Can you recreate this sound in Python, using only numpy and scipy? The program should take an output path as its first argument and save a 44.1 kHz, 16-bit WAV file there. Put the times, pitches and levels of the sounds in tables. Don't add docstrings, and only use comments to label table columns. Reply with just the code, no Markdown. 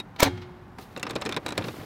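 import sys
import numpy as np
from scipy.fft import rfft, irfft, next_fast_len
from scipy.io import wavfile
from scipy.ndimage import uniform_filter1d, map_coordinates

SR = 44100
rng = np.random.default_rng(int(sys.argv[2]) if len(sys.argv) > 2 else 0)


def store_wav(level_fs):
    pcm = np.round(np.clip(np.atleast_2d(level_fs), -1, 1) * 32767)
    wavfile.write(sys.argv[1], SR, pcm.T.astype(np.int16))


N = 81585

# pitch_hz, relative_db
RUMBLE_COLOUR = [(12, -49), (20, -34.5), (44, -4), (180, 0), (362, -9.5), (439, -13), (705, -13.5),
                 (767, -8.5), (881, -10.5), (1580, -17.5), (2090, -22), (2270, -25.5), (15500, -59.5)]
ECHO_COLOUR = [(30, -9), (100, 8.5), (250, -3.5), (600, -18), (1500, -20), (4000, -25), (7000, -34.5),
               (15000, -39)]
RUB_COLOUR = [(40, -18), (110, 7), (300, 4.5), (600, -2), (1100, -7), (2400, -15), (4200, -22.5),
              (7000, -32.5), (15000, -42)]
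HISS_COLOUR = [(500, -14), (2000, 4.5), (4000, 5), (8000, -4.5), (13000, -2.5), (16000, -5.5)]
TRIM_COLOUR = [(50, -31), (150, -3.5), (300, 6), (520, 5.5), (660, -2.5), (1000, 0.5), (1500, -1.5),
               (2050, -4.5), (2400, -3), (3000, -9.5), (3900, -4.5), (4700, -11), (5300, -11.5),
               (6600, -15), (7900, -15.5), (10000, -21), (15000, -29)]
LID_COLOUR = [(30, -18.5), (120, -7), (300, 0.5), (650, 6), (1300, -0.5), (2400, -5.5), (4200, -5.5),
              (6500, -12), (9500, -19.5), (14000, -18.5)]
SHUDDER_COLOUR = [(35, -29), (80, -14), (180, -10), (290, 0.5), (380, -7.5), (470, -1), (660, -14.5),
                  (830, 1.5), (1300, -17.5), (2250, -11.5), (2950, -21.5), (3800, -12.5), (5000, -26),
                  (15500, -48.5)]
# pitch_hz, fade_s
ECHO_FADES = [(100, 0.9), (1000, 1), (4000, 1), (12000, 0.31)]
TRIM_FADES = [(150, 0.087), (500, 0.069), (2000, 0.055), (5000, 0.031), (12000, 0.023)]
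LID_FADES = [(100, 0.039), (600, 0.043), (3000, 0.071), (8000, .046), (15000, .037)]
# pitch_hz, relative_db, fade_s
AIR_TONES = [(110, -18.5, 0.13), (96.2, -38.5, .9), (119.5, -41, .8)]
FINGERTIP_TONES = [(213, -41.5, 0.08), (760, -35, 0.064), (1227, -46, 0.2)]
TRIM_TONES = [(244, -12.5, 0.094), (300, -11, 0.1), (419, -11, 0.044), (557, -12.5, 0.04),
              (745, -12, 0.062), (1025, -4, 0.027), (2415, -12.5, 0.042), (5196, -12, 0.027),
              (6140, -23, 0.029)]
HINGE_TONES = [(357, -33, 0.042), (900, -41.5, 0.06), (2580, -27, 0.013), (3794, -26, 0.04),
               (10640, -60, 0.075)]
SPRING_TONES = [(361, -34, 1.4), (721, -54, 1.4), (845, -49, .75), (1432, -55, 1.1), (1712, -54, 1.1),
                (2143, -51, 1.1), (2195, -51, .8), (3246, -46, .6)]
CATCH_TONES = [(294, -14, 0.15), (850, -18.5, 0.069), (968, -7, 0.032), (2262, -10, 0.055),
               (6180, -24.5, 0.057)]
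LID_TONES = [(275, -17, .15), (306, -27, .14), (452, -33, .15), (555, -25, .14), (750, -24, .12),
             (834, -28, .19), (1040, -31, .14), (1161, -31, .16), (1389, -29, .12), (1561, -31, .16),
             (2291, -29, .13), (2461, -30, .12), (3850, -29, .09), (6205, -29, .075)]
# start_s, level_db
BOOMS = [(0.263, -0.5), (0.617, -15.5), (1.583, -5)]
# time_s, level_db
RUB_LEVELS = [(.77, -52), (.94, -52.5), (1.06, -40.5), (1.13, -43), (1.24, -37.5), (1.34, -41),
              (1.41, -48.5), (1.48, -39), (1.55, -42.5), (1.6, -32.5), (1.64, -35.5), (1.67, -35.5),
              (1.73, -46.5), (1.8, -38), (1.85, -45)]
HISS_LEVELS = [(.77, -73), (.795, -54.5), (.825, -51), (.86, -62), (.95, -64), (1.15, -103), (1.32, -70),
               (1.42, -67), (1.58, -69), (1.67, -47.5), (1.72, -52), (1.78, -51.5), (1.85, -53.5)]
# start_s, relative_db, bass_db, treble_db, edge_pitch_hz, edge_db
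TICKS = [(0.001, -35.5, -29, 4.5, 3830, -15), (0.7855, -39.5, 4, -2.5, 3880, -17),
         (0.9638, -35, -5, -11, 3590, -5), (0.9753, -36.5, 7, 7, 2680, 0), (0.997, -43, 1, 7, 3800, -2),
         (1.03, -27.5, -26, 3, 2640, -0.5), (1.053, -40.5, 4, -19, 2420, -8),
         (1.0673, -28.5, -6.5, -11.5, 3570, -14), (1.098, -33, 2, -3, 3540, -6),
         (1.108, -32.5, -0.5, 4.5, 3600, -3), (1.133, -43.5, 8, -13, 2660, -8),
         (1.156, -31, 5, 1.5, 3760, -16), (1.161, -26, 2.5, -6.5, 3750, -5),
         (1.184, -46, 4.5, -5, 2610, -8), (1.215, -35.5, -12, 2, 3780, -5),
         (1.22, -27.5, -8, -4.5, 3800, -14), (1.253, -32.5, -12, -0.5, 3960, -10),
         (1.261, -26, -10, -5, 3870, -22), (1.268, -34, 8.5, -4, 2650, -8), (1.292, -29, 1, -1, 2540, -16),
         (1.314, -35.5, 4, -9, 3700, -11), (1.324, -27.5, -13, -3, 3730, 1),
         (1.344, -34.5, -7, -12, 3680, -2), (1.365, -27, -1, -2.5, 4010, -0.5),
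         (1.371, -29, 7, -7, 3530, -7), (1.4631, -28, 0.5, 2, 3990, 2), (1.483, -33.5, -4, -3, 3960, -1),
         (1.4889, -33.5, -19, 5, 3860, -1), (1.506, -34.5, -27, -4, 3900, 0),
         (1.523, -32, -0.5, -2.5, 3970, -5), (1.573, -44, -9, -10, 4050, -11),
         (1.5783, -22.5, 2.5, 1, 4160, -15), (1.612, -42, -20, -19, 2650, -9),
         (1.623, -35, -23, -18, 3900, -11), (1.641, -36.5, -22, -10, 2730, 1),
         (1.645, -37, 2, -8, 4400, -6), (1.6838, -32, 0, -3.5, 3620, -2)]
# start_s, level_db, pitch_hz
SQUEAKS = [(1.029, -23, 6970), (1.094, -35, 7400), (1.1534, -33, 7300), (1.2134, -31, 7600),
           (1.2527, -31, 7800), (1.464, -30, 7940), (1.488, -32, 7800), (1.505, -38, 8000),
           (1.523, -35.5, 7700)]
# start_s, level_db, bass_db, treble_db, rise_s, stretch (of rise and fade)
CONTACTS = [(.162, -39, -5.5, -5.5, .0001, 0.64), (0.1932, -34.5, -7.5, -12.5, 0.0034, 1.3),
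            (0.1996, -21, -16, -0.5, 0.0022, 1.18), (0.204, -16, -12.5, 7.5, .0003, 0.38),
            (0.2276, -14, -11.5, -3.5, 0.0048, 1.44), (0.2297, -10, -21, 10, .0001, 0.51),
            (.2325, -19, -15, 3.5, .0005, 2.05), (0.378, -42, 0, -10, 0.0051, 0.69),
            (0.423, -41.5, -30, -13, 0.0043, 1.6)]
# start_s, level_db, bass_db, rise_s
LID_BLOWS = [(0.2293, 0, -15.5, 0.00026), (0.2537, -7, 7.5, .004)]

SLAM_S = 0.2285
BASS_HZ, TREBLE_HZ = 610, 6000


def amp(db):
    return 10 ** (np.asarray(db) / 20)


def unit(x):
    return x / np.sqrt(np.mean(x ** 2) + 1e-20)


def along(points, hz):
    pitches, values = np.transpose(points)
    return np.interp(np.log(hz + 1), np.log(pitches + 1), values)


def since(start_s):
    return np.arange(N) / SR - start_s


def curve(rows):
    return np.interp(since(0), *np.transpose(rows))


def wobble(rate):
    return map_coordinates(rng.standard_normal(4096), [since(0) * rate], mode="wrap")


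def filtered(x, gain):
    size = next_fast_len(len(x) + 2048)
    return irfft(rfft(x, size) * gain(np.fft.rfftfreq(size, 1 / SR)), size)[:len(x)]


def noise(colour, size=N):
    return unit(filtered(rng.standard_normal(size), lambda hz: amp(along(colour, hz))))


def add(out, x, start_s):
    i = round(start_s * SR)
    x = x[max(-i, 0):N - i]
    out[max(i, 0):][:len(x)] += x


def ring(tones, t, rise_s=0.00028):
    t = np.maximum(t, 0)
    ringing = sum(amp(db - 60 * t / fade_s) * np.sin(2 * np.pi * hz * t) for hz, db, fade_s in tones)
    return (1 - np.exp(-t / rise_s)) * ringing


def pulse(t, peak_s):
    age = np.maximum(t, 0) / peak_s
    return age * np.exp(1 - age)


def dying(x, fades, t):
    centres = np.geomspace(60, 15360, 9)
    spectrum, hz = rfft(x), np.fft.rfftfreq(len(x), 1 / SR)
    out = np.zeros(len(x))
    for centre, pick in zip(centres, np.eye(len(centres))):
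        octave = irfft(spectrum * along(np.c_[centres, pick], hz), len(x))
        out += octave * amp(-60 * np.maximum(t, 0) / along(fades, centre))
    return out


def snap(colour, fades, t, bass_db, treble_db, rise_s):
    def tone_control(hz):
        bass = 1 / (1 + (hz / BASS_HZ) ** 4)
        treble = 1 - 1 / (1 + (hz / TREBLE_HZ) ** 8)
        return amp(bass_db * bass + treble_db * treble)

    x = filtered(noise(colour, size=len(t)), tone_control)
    local_power = np.abs(uniform_filter1d(x ** 2, size=256)) + 1e-20
    steady = x * np.sqrt(np.mean(x ** 2) / local_power)
    return dying(steady, fades, t) * np.exp(np.minimum(t, 0) / rise_s)


def cabin_rumble(level_db=-48):
    return amp(level_db + 0.42 * wobble(13)) * noise(RUMBLE_COLOUR)


def cabin_booms():
    return sum(amp(db) * ring(AIR_TONES, since(start_s), rise_s=0.01) for start_s, db in BOOMS)


def cabin_echo(level_db=-32.5):
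    t = np.arange(2 * SR) / SR - SLAM_S
    echo = dying(noise(ECHO_COLOUR, size=len(t)), ECHO_FADES, t) * (t > 0)
    return amp(level_db) * echo[:N]


def glove():
    fingertip = ring(FINGERTIP_TONES, since(0.785))
    fade_in = np.clip(since(RUB_LEVELS[0][0]) / 0.016, 0, 1)
    rub = amp(curve(RUB_LEVELS)) * unit(amp(2.5 * wobble(130)) * noise(RUB_COLOUR))
    hiss = amp(curve(HISS_LEVELS)) * unit(amp(1.3 * wobble(270)) * noise(HISS_COLOUR))
    return fingertip + fade_in * rub + hiss


def trim_creaks(boost_db=3, edge_fade_s=0.036):
    out, t = np.zeros(N), np.arange(-256, 7936) / SR
    for start_s, db, bass_db, treble_db, edge_hz, edge_db in TICKS:
        tick = snap(TRIM_COLOUR, TRIM_FADES, t, bass_db - 1, treble_db + 1, rise_s=0.0005)
        panel_tones = [(hz * (1 + 0.014 * rng.normal()), tone_db + 2 * rng.normal(), fade_s)
                       for hz, tone_db, fade_s in TRIM_TONES]
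        edge_tones = [(edge_hz * (1 + 0.022 * rng.normal()), edge_db, edge_fade_s) for _ in range(2)]
        panel = ring(panel_tones, t, rise_s=0.0015)
        edge = ring(edge_tones, t) / 2
        add(out, amp(db + boost_db) * (tick + edge + panel), start_s + t[0])
    for start_s, db, hz in SQUEAKS:
        squeak = pulse(t, peak_s=0.00028) * np.sin(2 * np.pi * hz * t)
        add(out, amp(db) * squeak, start_s + t[0])
    return out


def hinge():
    return ring(HINGE_TONES, since(0.00058))


def spring():
    return ring(SPRING_TONES, since(SLAM_S))


def latch():
    out, t = np.zeros(N), np.arange(-2048, 10240) / SR
    for start_s, db, bass_db, treble_db, rise_s, stretch in CONTACTS:
        crack = snap(LID_COLOUR, LID_FADES, t / stretch, bass_db, treble_db, rise_s)
        add(out, amp(db) * (crack + ring(CATCH_TONES, t)), start_s + t[0])
    return out


def lid_shudder(level_db=-26, rise_s=0.006, hold_s=0.028, fade_s=0.044):
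    t = since(0.252)
    swell = np.exp(np.minimum(t, 0) / rise_s)
    fade = amp(-60 * np.maximum(t - hold_s, 0) / fade_s)
    return amp(level_db + 0.6 * wobble(350)) * swell * fade * noise(SHUDDER_COLOUR)


def lid_knock(loose_hz=384, tight_hz=811, squeeze_s=0.004, rise_s=0.00083, fade_s=0.013):
    t = since(SLAM_S)
    age = np.maximum(t, 0)
    pitch_hz = tight_hz + (loose_hz - tight_hz) * np.exp(-age / squeeze_s)
    loudness = amp(3.5 - 60 * age / fade_s) * (1 - np.exp(-age / rise_s))
    return loudness * np.sin(2 * np.pi * np.cumsum(pitch_hz * (t > 0)) / SR)


def lid_slam():
    puff = amp(-7) * pulse(since(SLAM_S), peak_s=0.00064)
    ringing = np.zeros(N)
    for start_s, db, bass_db, rise_s in LID_BLOWS:
        tones = [(hz, tone_db + bass_db / (1 + (hz / BASS_HZ) ** 4), fade_s)
                 for hz, tone_db, fade_s in LID_TONES]
        ringing += amp(db) * ring(tones, since(start_s), rise_s)
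    return ringing - (puff + lid_knock())


def scene():
    cabin = cabin_rumble() + cabin_booms() + cabin_echo()
    hand = glove() + trim_creaks()
    lid = hinge() + spring() + latch() + lid_shudder() + lid_slam()
    return (cabin + hand + lid)[None]


def record(dry):
    ceiling, top_hz = 0.75, 15900
    rounded = dry[0] / (1 + np.abs(dry[0] / ceiling) ** 4) ** (1 / 4)
    return filtered(rounded, lambda hz: 1 / (1 + (hz / top_hz) ** 200))[None]


dry = scene()
out = record(dry)
store_wav(out)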